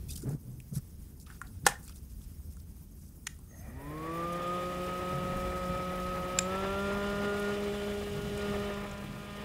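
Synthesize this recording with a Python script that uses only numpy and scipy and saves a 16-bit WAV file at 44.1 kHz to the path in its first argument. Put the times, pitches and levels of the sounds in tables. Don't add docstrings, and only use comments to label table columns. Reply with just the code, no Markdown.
import sys
import numpy as np
from scipy import signal
from scipy.fft import rfft, irfft, next_fast_len
from scipy.io import wavfile
from scipy.ndimage import uniform_filter1d, map_coordinates

SR = 44100
rng = np.random.default_rng(int(sys.argv[2]) if len(sys.argv) > 2 else 0)


def voltage_ratio(level):
    return 10 ** (np.asarray(level, float) / 20)


def unload_audio(sound):
    columns = np.transpose(np.atleast_2d(sound))
    steps = np.round(np.clip(columns, -1, 1) * 32767)
    wavfile.write(sys.argv[1], SR, steps.astype(np.int16))


N = 416304
BURST_SIZE = 8192

# start_s, gained_hz, settle_s
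STEPS = [
    (3.37, 181.6, .312),
    (6.418, 22.6, .286),
]
# time_s, turned_aside_db, tipped_edge_on_db, motor_hidden_by_hub_db, motor_covered_db
POSE = [(3.9, 7, -5, 0, -6), (4.2, 2.5, -2.5, -6, -8), (4.42, 0, 3, -2.5, 1), (4.53, 4.5, -4.5, -5.5, -3),
        (4.72, 5.5, -1, 2.5, -4), (5.1, 1, 4, 2, 4), (6.3, -0.5, 6, 2, 1), (6.55, -1, 3, 2, 0.5),
        (7.0, -0.5, 4, 5, -1.5), (7.5, 4, -1, 6.5, 0), (7.7, 6, 0, 17, 15), (7.95, 7, 1, 12, 18),
        (8.05, 10.5, 2.5, 30, 21), (8.18, 10, 4, 20, 19), (8.3, 8, 5, 19, 16), (8.5, 5, -0.5, 14, 2.5),
        (8.7, 2, 6, 13, 4), (8.9, 1.5, 21.5, 21, 12), (9.15, 4, 27, 20, 12), (9.44, 3.5, 18.5, 28, 6)]
# multiple_of_blade_rate, slow_db, fast_db, share_of_turn_aside, share_of_tip
MULTIPLES = [(1, -42.5, -38, 0.5, 0.31), (2, -43.5, -36, 0.2, 0.79), (3, -39.5, -40.5, 0.95, 0.53),
             (4, -51, -52, 0.6, 0.43), (5, -59, -49.5, 2, 0.15), (8, -66, -65.5, 0.2, -.1),
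             (10, -78, -68.5, .2, .5), (11, -67, -66, 0.1, 0.18), (13, -63.5, -61.5, 0.45, 0.2),
             (14, -65, -59.5, 0, 0.45), (15, -68.5, -61, .1, 0.55), (16, -70, -69, .2, .2)]
# multiple_of_blade_rate, slow_db, fast_db, share_of_cover
POLES = [(6, -60, -48, 0.97), (9, -69, -54, 0.84), (12, -76, -64, 0.39)]
# time_s, level_db
WAKING = [(3.45, -50.5), (3.53, -30), (3.65, -23), (3.73, -36), (3.8, -15), (3.9, -11), (4.1, -5.5),
          (4.3, -2), (5.0, 2)]
# pitch_hz, width_hz, level_db
GRILLE = [(1870, 220, 6.5), (2385, 166, 10.5), (2790, 220, 7.5), (3020, 140, 10), (3485, 290, 6),
          (4150, 170, -1), (4700, 170, -1.5), (5310, 180, -4), (5850, 200, -8.5), (7490, 200, -12)]
# pitch_hz, level_db per Hz
WHOOSH = [(90, -36), (150, -5.5), (300, 1.5), (600, 2.5), (1000, -4.5), (1250, 2), (1500, -7.5),
          (1800, -2.5), (2500, -13.5), (4000, -49)]
# pitch_hz, level_db per Hz
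HISS = [(2530, -36), (4000, -0.5), (4420, -5), (4720, -3.5), (5400, -3.5), (6100, -7), (6600, -4),
        (7200, -5.5), (8300, -5.5), (10000, -7.5), (15000, -12), (16000, -15)]
# time_s, pitch_hz, level_db
SQUEAK = [(3.47, 6440, -84), (3.495, 6430, -69), (3.565, 6410, -63), (3.615, 6380, -66), (3.63, 6370, -74),
          (3.71, 6330, -74), (3.73, 6320, -90)]
# pitch_hz, width_hz, level_db, wakes_s
HOUSING = [(620, 200, 2, 3.47), (1890, 170, 2.5, 3.47), (2360, 200, 0, 3.57), (1250, 220, -3, 3.3)]
# start_s, peak_db, t60_s, first_blow over the rattle, damped_after_s
BLOWS = [
    (1.6653, -8, 0.055, 1.6, 0.011),
    (3.2694, -20.5, 0.033, 5.1, 0.007),
    (6.3886, -10.5, 0.012, 5.2, 0.0097),
]
LEAD_DB = (-20, -16, -27)
# pitch_hz, level_db per Hz
SNAP = [(120, -50), (200, -22.5), (380, -22), (510, -11), (620, -11), (800, -11), (1420, -8.5),
        (1810, -12.5), (2250, -24.5), (2600, -15), (4400, -17), (5520, -13), (9060, -11), (14600, -28.5),
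        (16000, -35.5)]
# pitch_hz, level_db per Hz
FIRST = [(410, -50), (700, -21), (1840, -1), (2270, -6.5), (3690, -8.5), (4550, -14), (6920, -1.5),
         (7790, -16.5), (9600, -6), (12500, -29), (14200, -20.5), (16000, -39)]
# pitch_hz, level_db per Hz
SECOND = [(880, -49.5), (1500, -21), (2430, -14), (2830, -17), (3660, -12.5), (4050, -17), (5100, -14.5),
          (6500, -16.5), (6830, -10.5), (7480, 0), (7950, -15), (9000, -28), (9800, -24), (10400, -22.5),
          (16000, -42)]
# pitch_hz, level_db, t60_s
RING = [(1750, -35, 0.2), (1794, -32, 0.18), (820, -43, 0.14), (975, -42, 0.11)]
# start_s, peak_db, low_note_hz, bright_part_db
CLICKS = [(0.093, -45, 2600, 6), (.1062, -34.5, 5200, 1), (.1565, -42, 3100, 8), (.2214, -45, 4800, 7),
          (.7372, -43, 2990, 15), (.7557, -40.5, 5500, 7), (1.269, -51, 1267, -14), (1.472, -55, 4000, -10),
          (2.217, -53, 3500, -6), (2.5142, -52.5, 5500, 2.5), (2.6015, -55, 4950, -10),
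          (5.372, -41.5, 9300, -3), (0.2923, -39.5, 1020, -4), (0.602, -43.5, 2530, -7.5),
          (1.2, -43, 5400, 0), (1.3024, -48, 1450, -15), (1.4157, -34.5, 1340, -19), (1.879, -39, 1340, 4),
          (1.896, -43, 1270, -9), (2.569, -48.5, 1256, -7), (3.39, -50, 957, -6.5),
          (8.377, -37.5, 2460, -0.5), (8.914, -43, 6800, -12)]
# start_s, then a list of pitch_hz, level_db, t60_s
KNOCKS = [
    (1.6653, [(505, -20, .05), (810, -16.5, 0.05), (1420, -16, .04), (1740, -16.5, .04), (2030, -21.5, .03)]),
    (1.6653, [(1050, -4.5, 0.0069)]),
    (3.2694, [(830, -49, 0.028), (1870, -40, .03), (2560, -41, .03), (6810, -42, .03), (9300, -44, .025)]),
    (6.3884, [(1650, -26, .02), (1890, -31, .025), (2450, -26, .03), (3700, -29.5, .022), (6850, -24, 0.021), (9850, -28, 0.017), (11000, -34, .018)]),
    (1.4152, [(780, -56, .07), (1085, -48.5, .04), (1417, -32, .035), (1880, -49.5, .05)]),
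    (1.3, [(1247, -47, 0.023), (1750, -51, .03)]),
    (1.303, [(1450, -44.5, .025)]),
    (1.3135, [(1500, -50.5, .025)]),
    (1.324, [(1296, -54, .03)]),
    (1.2695, [(1306, -48.5, 0.038)]),
]
# start_s, length_s, pitch_hz, level_db
CHIRPS = [(0.091, .013, 2550, -55.5), (.085, .03, 3500, -60), (.116, .024, 3700, -60),
          (.154, .017, 3100, -58), (.178, .016, 4800, -61), (.217, .016, 4900, -61),
          (.218, 0.022, 1450, -65), (.219, .012, 7000, -55), (.255, 0.027, 560, -51), (.288, .03, 750, -54),
          (.305, .02, 333, -44), (0.23, .022, 320, -40), (.33, 0.038, 260, -47), (1.44, .035, 730, -65),
          (1.712, 0.024, 820, -47), (1.685, .025, 1000, -46), (1.68, .02, 540, -47),
          (1.745, 0.031, 1790, -52)]
# pitch_hz, level_db per Hz
TAIL = [(300, -20), (700, -6), (1200, -4), (1800, 0), (2200, -2.5), (3500, -9), (8000, -20.5)]
# pitch_hz, level_db per Hz
PAPER = [(1200, -43), (2200, -12.5), (2600, -5.5), (3000, -11), (3600, -5), (4200, -6), (5000, -1),
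         (7000, -2), (9000, 1), (12000, -2), (16000, -11)]
# start_s, length_s, level_db, depth_below_4500_hz_db
RUSTLES = [(0.084, 0.023, -47, -2), (0.101, 0.017, -40.5, -2), (0.112, 0.04, -48.5, 0),
           (0.153, 0.019, -43.5, -4), (0.17, 0.017, -47.5, -2), (0.181, 0.039, -52, -5),
           (0.214, 0.046, -53, -8), (0.252, 0.12, -58.5, -4), (0.723, 0.058, -58, -13),
           (0.74, 0.057, -46.5, -8), (0.89, .045, -67, -12), (1.196, 0.052, -55.5, -10),
           (1.261, 0.025, -67.5, 17.5), (1.279, 0.12, -62.5, 7.5), (1.463, 0.03, -64, 4),
           (1.652, .018, -50.5, 13), (1.817, 0.061, -54.5, -15), (1.864, 0.077, -63.5, 13.5),
           (1.939, 0.064, -57, -4), (2.09, 0.061, -63, -3.5), (2.215, 0.05, -63.5, 3),
           (2.503, 0.046, -60.5, -7), (2.593, 0.014, -64.5, 0), (2.781, 0.051, -68, -8.5),
           (2.947, 0.21, -64.5, -10.5), (4.313, 0.03, -52.5, -20), (4.47, .03, -57, -20),
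           (5.08, .05, -57, -20), (7.39, .02, -55, -15)]
# pitch_hz, level_db per Hz
SKIN = [(500, -28), (800, -6), (1100, -4.5), (1400, 2), (1900, -4.5), (2600, -10), (4000, -25)]
# start_s, length_s, level_db
DRAGS = [(.08, 0.32, -71.5), (.255, 0.1, -65), (.745, 0.057, -59), (1.261, 0.041, -62.5),
         (1.29, 0.048, -57.5), (1.33, 0.051, -66.5), (1.42, .06, -61.5), (1.647, 0.021, -53),
         (1.82, 0.18, -71)]
# start_s, length_s, pitch_hz, level_db
BOOMS = [(.25, 0.068, 135, -33.5), (.255, .05, 415, -50), (.29, .045, 204, -44), (.31, 0.068, 150, -43),
         (0.069, 0.15, 75.6, -46), (1.476, 0.18, 95.3, -48), (2.301, .3, 75.2, -49), (.44, 0.22, 125, -48),
         (.715, 0.033, 134, -39), (.76, 0.033, 150, -32.5), (5.12, 0.09, 143, -38), (5.68, .1, 139, -43),
         (8.15, 0.18, 160, -42)]
# start_s, length_s, level_db
THUDS = [(-.05, 0.36, -52), (.24, 0.094, -36), (.3, 0.088, -41), (.42, 0.2, -53), (.712, 0.046, -40.5),
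         (.76, 0.043, -42), (1.62, 0.1, -44), (5.15, 0.38, -46), (5.66, 0.19, -47), (6.14, 0.12, -49.5),
         (7.12, 0.21, -50), (8.08, 0.34, -45.5), (8.42, 0.26, -51), (9.0, 0.22, -51)]
# pitch_hz, level_db per Hz
THUD = [(80, -24), (115, -3), (145, -1), (190, -7), (300, -16), (430, -22), (700, -36), (1400, -44),
        (3000, -63)]
# pitch_hz, level_db per Hz
RUMBLE = [(15, -30), (28, -2), (45, 4.5), (60, 5.5), (72, 7.5), (95, 2), (130, -41)]
# time_s, level_db
BUILDING = [(0, -44), (.5, -54), (.8, -49.5), (1.3, -51.5), (2.6, -47), (2.85, -53.5), (3.6, -47.5),
            (4.5, -54), (5.4, -44), (6.3, -46), (6.55, -48), (6.8, -45.5), (7.5, -49), (8.0, -47.5),
            (8.6, -46.5), (9.44, -54)]
# pitch_hz, level_db per Hz
QUIET = [(120, -30.5), (200, -4), (300, -18), (450, -31.5), (800, -30.5), (2600, -41), (4400, -46),
         (4900, -31.5), (7600, -35), (8200, -29), (10000, -28.5), (12500, -29), (16000, -28.5)]
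# pitch_hz, t60_s
WALLS = [(300, 0.31), (2000, 0.27), (10000, 0.2)]


def speed():
    t = np.arange(N) / SR
    slow, fast = (1 - np.exp(-np.clip(t - s, 0, None) / lag) for s, _, lag in STEPS)
    swing = np.exp(-((t - 8.92) / 0.3) ** 2)
    rate = STEPS[0][1] * slow + STEPS[1][1] * fast - 2.9 * swing
    return rate, 20 * np.log10(slow + 1e-3), np.sqrt(fast)


def blades():
    rate, short, step = speed()
    aside, tip, hidden, covered = curves(POSE)
    turn = 2 * np.pi * np.cumsum(rate) / SR + 0.05 * wobble(12)
    whine_multiple = 7

    def line(k, db):
        shake = 0.15 if k == whine_multiple else 0.2 + 0.013 * k
        pull = -1 if k % 3 == 0 or k == whine_multiple else 1
        size_db = shake * (4.5 + 3 * (k < 3) * (1 - step)) * wobble(18)
        size_db = size_db + 2 * (k > 7) * wobble(3)
        return pull * voltage_ratio(db + size_db) * np.cos(k * turn + shake * wobble(25))

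    def level(k, slow_db, fast_db):
        grows = 0.94 + 1.63 * min(k, 3)
        return slow_db + step * (fast_db - slow_db) + grows * short

    tones = np.zeros(N)
    for k, slow_db, fast_db, a, b in MULTIPLES:
        tones += line(k, level(k, slow_db, fast_db) - a * aside - b * tip)
    for k, slow_db, fast_db, c in POLES:
        tones += line(k, level(k, slow_db, fast_db) - c * covered)
    whine_db = -41 + step * 0.5 + curves(WAKING)[0] - hidden
    whine_db += (0.53 + 0.21 * np.clip(hidden, 0, 20)) * wobble(14)
    return np.sqrt(2) * (tones + line(whine_multiple, whine_db)), turn


def air(turn):
    _, short, step = speed()
    aside, tip, *_ = curves(POSE)

    def gain(slow_db, fast_db, grows, a, b):
        return voltage_ratio(slow_db + step * (fast_db - slow_db) + grows * short - a * aside - b * tip)

    chopped = (1 + 0.1 * np.cos(turn)) * rng.standard_normal(N)
    grille = patchy(filtered(chopped, modes(GRILLE)), depth_db=1.3, size=150)
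    whoosh = rush(WHOOSH, grain_db=2.0, rate=40)
    body = gain(-50.5, -48, 8, 0.27, 0.3) * grille + gain(-43, -42.5, 4.5, 0.26, 0.31) * whoosh
    body *= voltage_ratio(0.69 * wobble(35))
    mid = filtered(body, lambda hz: np.exp(-(np.log((hz + 1) / 1450) / 0.5) ** 2))
    shade = voltage_ratio(-0.45 * aside) - 1

    hiss = patchy(rush(HISS, grain_db=1.5, rate=100), depth_db=1.2)
    hiss = patchy(hiss, depth_db=0.55, size=120)
    dull = filtered(hiss, lambda hz: 1 / (1 + (hz / 9000) ** 4))
    hiss = voltage_ratio(2 * step) * dull + voltage_ratio(-2 * step) * (hiss - dull)
    return body + shade * mid + gain(-56, -56, 7.5, -0.01, 0.24) * hiss


def bearing():
    t = np.arange(N) / SR
    hz, db = curves(SQUEAK)
    phase = 2 * np.pi * np.cumsum(hz + 90 * wobble(300) + 15 * wobble(30)) / SR
    squeak = np.sqrt(2) * voltage_ratio(db + 3 * wobble(90)) * np.sin(phase)
    white = rng.standard_normal(N)
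    parts = [filtered(white, lambda f: modes([row[:3]])(f) ** 2) for row in HOUSING]
    waking = [np.clip((t - row[3]) / 0.08, 0, 1) for row in HOUSING]
    scrape = sum(part * wake for part, wake in zip(parts, waking)) / np.std(sum(parts))
    fade = np.interp(t, (4.2, 4.42), (1, 0))
    scrape_db = -62 + 5.0 * (t - 3.47) + 1.6 * wobble(14)
    return squeak + fade * voltage_ratio(scrape_db) * scrape


def clicks():
    out = np.zeros(N)
    for (s, db, t60, knock, damped), colour, lead_db in zip(BLOWS, (SNAP, FIRST, SECOND), LEAD_DB):
        out -= voltage_ratio(db) * burst(s, t60, lambda hz: voltage_ratio(along(colour, hz)), knock, damped, lead_db)

    latch_s, latch_db = BLOWS[0][:2]
    bounce = burst(latch_s + 0.021, 0.05, lambda hz: voltage_ratio(along(SNAP, hz)), knock=0.8)
    out += voltage_ratio(latch_db - 19.5) * bounce
    t = np.clip(np.arange(N) / SR - latch_s, 0, None)
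    for hz, db, t60 in RING:
        size = voltage_ratio(db - 60 * t / t60 + 3 * wobble(60)) * (t > 0)
        out += size * np.sin(2 * np.pi * hz * t + 1.3 * wobble(150))

    for s, db, low_hz, bright_db in CLICKS:
        low = modes([(low_hz, 0.34 * low_hz, 0)])
        high = modes([(8240, 5000, bright_db - 0.5)])
        hit = burst(s, 0.022, lambda hz: low(hz) ** 2 + high(hz) ** 2 / voltage_ratio(bright_db), knock=8.96)
        out += voltage_ratio(db + 4.5) * hit
    return out


def knocks():
    out = np.zeros(N)
    t = np.arange(BURST_SIZE // 2) / SR
    rise = 1 - np.exp(-t / 0.00036)
    for s, table in KNOCKS:
        ring = np.zeros(len(t))
        for k, (hz, db, t60) in enumerate(table):
            ring += (-1) ** k * voltage_ratio(db - 60 * t / t60) * np.sin(2 * np.pi * hz * t)
        out[round(s * SR):][:len(t)] -= rise * ring
    return out


def chirps():
    t = np.arange(N) / SR
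    size, drift = voltage_ratio(2.6 * wobble(250)), 1.1 * wobble(200)
    after = t - BLOWS[0][0]
    rattle_size = (after > 0) * voltage_ratio(-35.5 - 60 * np.abs(after) / 0.22)
    out = rattle_size * rush(TAIL, grain_db=3, rate=90)
    for s, length, hz, db in CHIRPS:
        out += size * swells([(s, length, db + 2)]) * np.sin(2 * np.pi * hz * t + drift)
    return out


def hands():
    paper = swells([(s, length, db) for s, length, db, _ in RUSTLES])
    deep = swells([(s, length, db + deep_db) for s, length, db, deep_db in RUSTLES])
    rustle = patchy(crackle(PAPER, per_second=1500, share=0.6), depth_db=3.2)
    low = filtered(rustle, lambda hz: 1 / (1 + (hz / 4500) ** 6))
    skin = swells(DRAGS) * rush(SKIN, grain_db=3.5, rate=120)
    return paper * (rustle - low) + deep * low + skin


def booms():
    t = np.arange(N) / SR
    drift = 0.5 * wobble(30)
    out = np.zeros(N)
    for s, length, hz, db in BOOMS:
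        out += swells([(s, length, db)]) * np.sin(2 * np.pi * hz * (t - s) + drift)
    return np.sqrt(2) * out


def room():
    _, short, step = speed()
    murmur = voltage_ratio(-55.5) + voltage_ratio(-55.5 + 4.5 * short + 1.6 * wobble(7.9))
    grip = (murmur + swells(THUDS)) * even(rush(THUD), 0.149)
    rumble = voltage_ratio(curves(BUILDING)[0] + 0.5 + 1.93 * wobble(7.7)) * even(rush(RUMBLE), 0.13)
    still = patchy(rush(QUIET, grain_db=2.0, rate=35), depth_db=3.5)
    return rumble + grip + voltage_ratio(-59 - 2 * step) * still


def walls(x):
    hz, t, z = signal.stft(rng.standard_normal(SR // 2), SR, nperseg=256)
    fade = voltage_ratio(-60 * t / along(WALLS, hz)[:, None])
    tail = signal.istft(z * fade, SR, nperseg=256)[1]
    delayed = np.pad(x, (750, 0))
    return signal.fftconvolve(delayed, tail / np.linalg.norm(tail))[:N]


def burst(s, t60, colour, knock=3.5, damped=0.1, lead_db=-14.5):
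    t = (np.arange(BURST_SIZE // 2) - 140) / SR
    rattle = voltage_ratio(-60 * t / t60 - 13 * (t > damped))
    force = np.where(t < 0, voltage_ratio(lead_db + 1600 * t), rattle) * rng.standard_normal(len(t))
    force += knock * (t == 0)
    push = rfft(force, BURST_SIZE)
    push = push / uniform_filter1d(np.abs(push), 90)
    y = irfft(push * causal(colour(np.fft.rfftfreq(BURST_SIZE, 1 / SR))))[:len(t)]
    out = np.zeros(N + BURST_SIZE)
    out[round((s + t[0]) * SR):][:len(t)] = y / np.abs(y).max()
    return out[:N]


def causal(gain):
    fold = irfft(np.log(np.abs(gain) + 1e-6))
    fold[1:BURST_SIZE // 2] *= 2
    fold[BURST_SIZE // 2 + 1:] = 0
    return np.exp(rfft(fold))


def modes(table):
    def response(f):
        total = 0
        for k, (c, w, db) in enumerate(table):
            total = total + (-1) ** k * voltage_ratio(db) * 1j * f * w / (c * c - f * f + 1j * f * w)
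        return total
    return response


def crackle(spectrum, per_second, share):
    snaps = (rng.random(N) < per_second / SR) * rng.standard_normal(N)
    snaps = unit(filtered(snaps, lambda hz: voltage_ratio(along(spectrum, hz))))
    return unit(share * snaps + rush(spectrum, grain_db=3.5, rate=200))


def rush(spectrum, grain_db=0, rate=300):
    white = rng.standard_normal(N) * voltage_ratio(grain_db * wobble(rate))
    return unit(filtered(white, lambda hz: voltage_ratio(along(spectrum, hz))))


def patchy(x, depth_db, size=5):
    z = signal.stft(x, nperseg=256)[2]
    field = uniform_filter1d(rng.standard_normal(z.shape), size=4 if size < 20 else 2, axis=0)
    field = uniform_filter1d(field, size=size, axis=1)
    return unit(signal.istft(z * voltage_ratio(depth_db * unit(field)), nperseg=256)[1][:N])


def even(x, span):
    return unit(x / np.sqrt(np.abs(uniform_filter1d(x ** 2, int(span * SR))) + 0.045))


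def swells(rows):
    t = np.arange(N) / SR
    return sum(voltage_ratio(db) * np.sin(np.pi * np.clip((t - s) / length, 0, 1) ** 0.8) for s, length, db in rows)


def wobble(rate):
    knots = rng.standard_normal(int(N * rate / SR) + 4)
    return map_coordinates(knots, [np.arange(N) * rate / SR])


def curves(rows):
    s, *cols = np.transpose(rows)
    return [np.interp(np.arange(N) / SR, s, c) for c in cols]


def along(points, hz):
    f, v = np.transpose(points)
    return np.interp(np.log(hz + 1), np.log(f + 1), v)


def filtered(x, response):
    m = next_fast_len(N + SR // 2)
    return irfft(rfft(x, m) * response(np.fft.rfftfreq(m, 1 / SR)), m)[..., :N]


def unit(x):
    return x / np.sqrt(np.mean(x ** 2) + 1e-20)


def scene():
    tone, turn = blades()
    wind = air(turn) + bearing()
    hits = clicks() + knocks()
    touch = hands() + chirps()
    mono = tone + wind + hits + touch + booms() + room() + voltage_ratio(-18.5) * walls(hits)
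    return np.array([mono, mono])


def top_cut(x):
    return signal.sosfilt(signal.butter(12, 16480, fs=SR, output="sos"), x)


def record(dry):
    treble = filtered(dry[0], lambda hz: hz > 3800)
    level = np.sqrt(np.abs(uniform_filter1d(treble ** 2, 1024)))
    odd = voltage_ratio(-15) * level ** 2 / (level + 0.006) * rng.standard_normal(N)
    odd = filtered(odd, lambda hz: (hz > 3980) * 9000 / (hz + 3000))
    mix = filtered(dry + [odd, -odd], lambda hz: hz < 15745)
    return top_cut(mix)


dry = scene()
out = record(dry)
unload_audio(out)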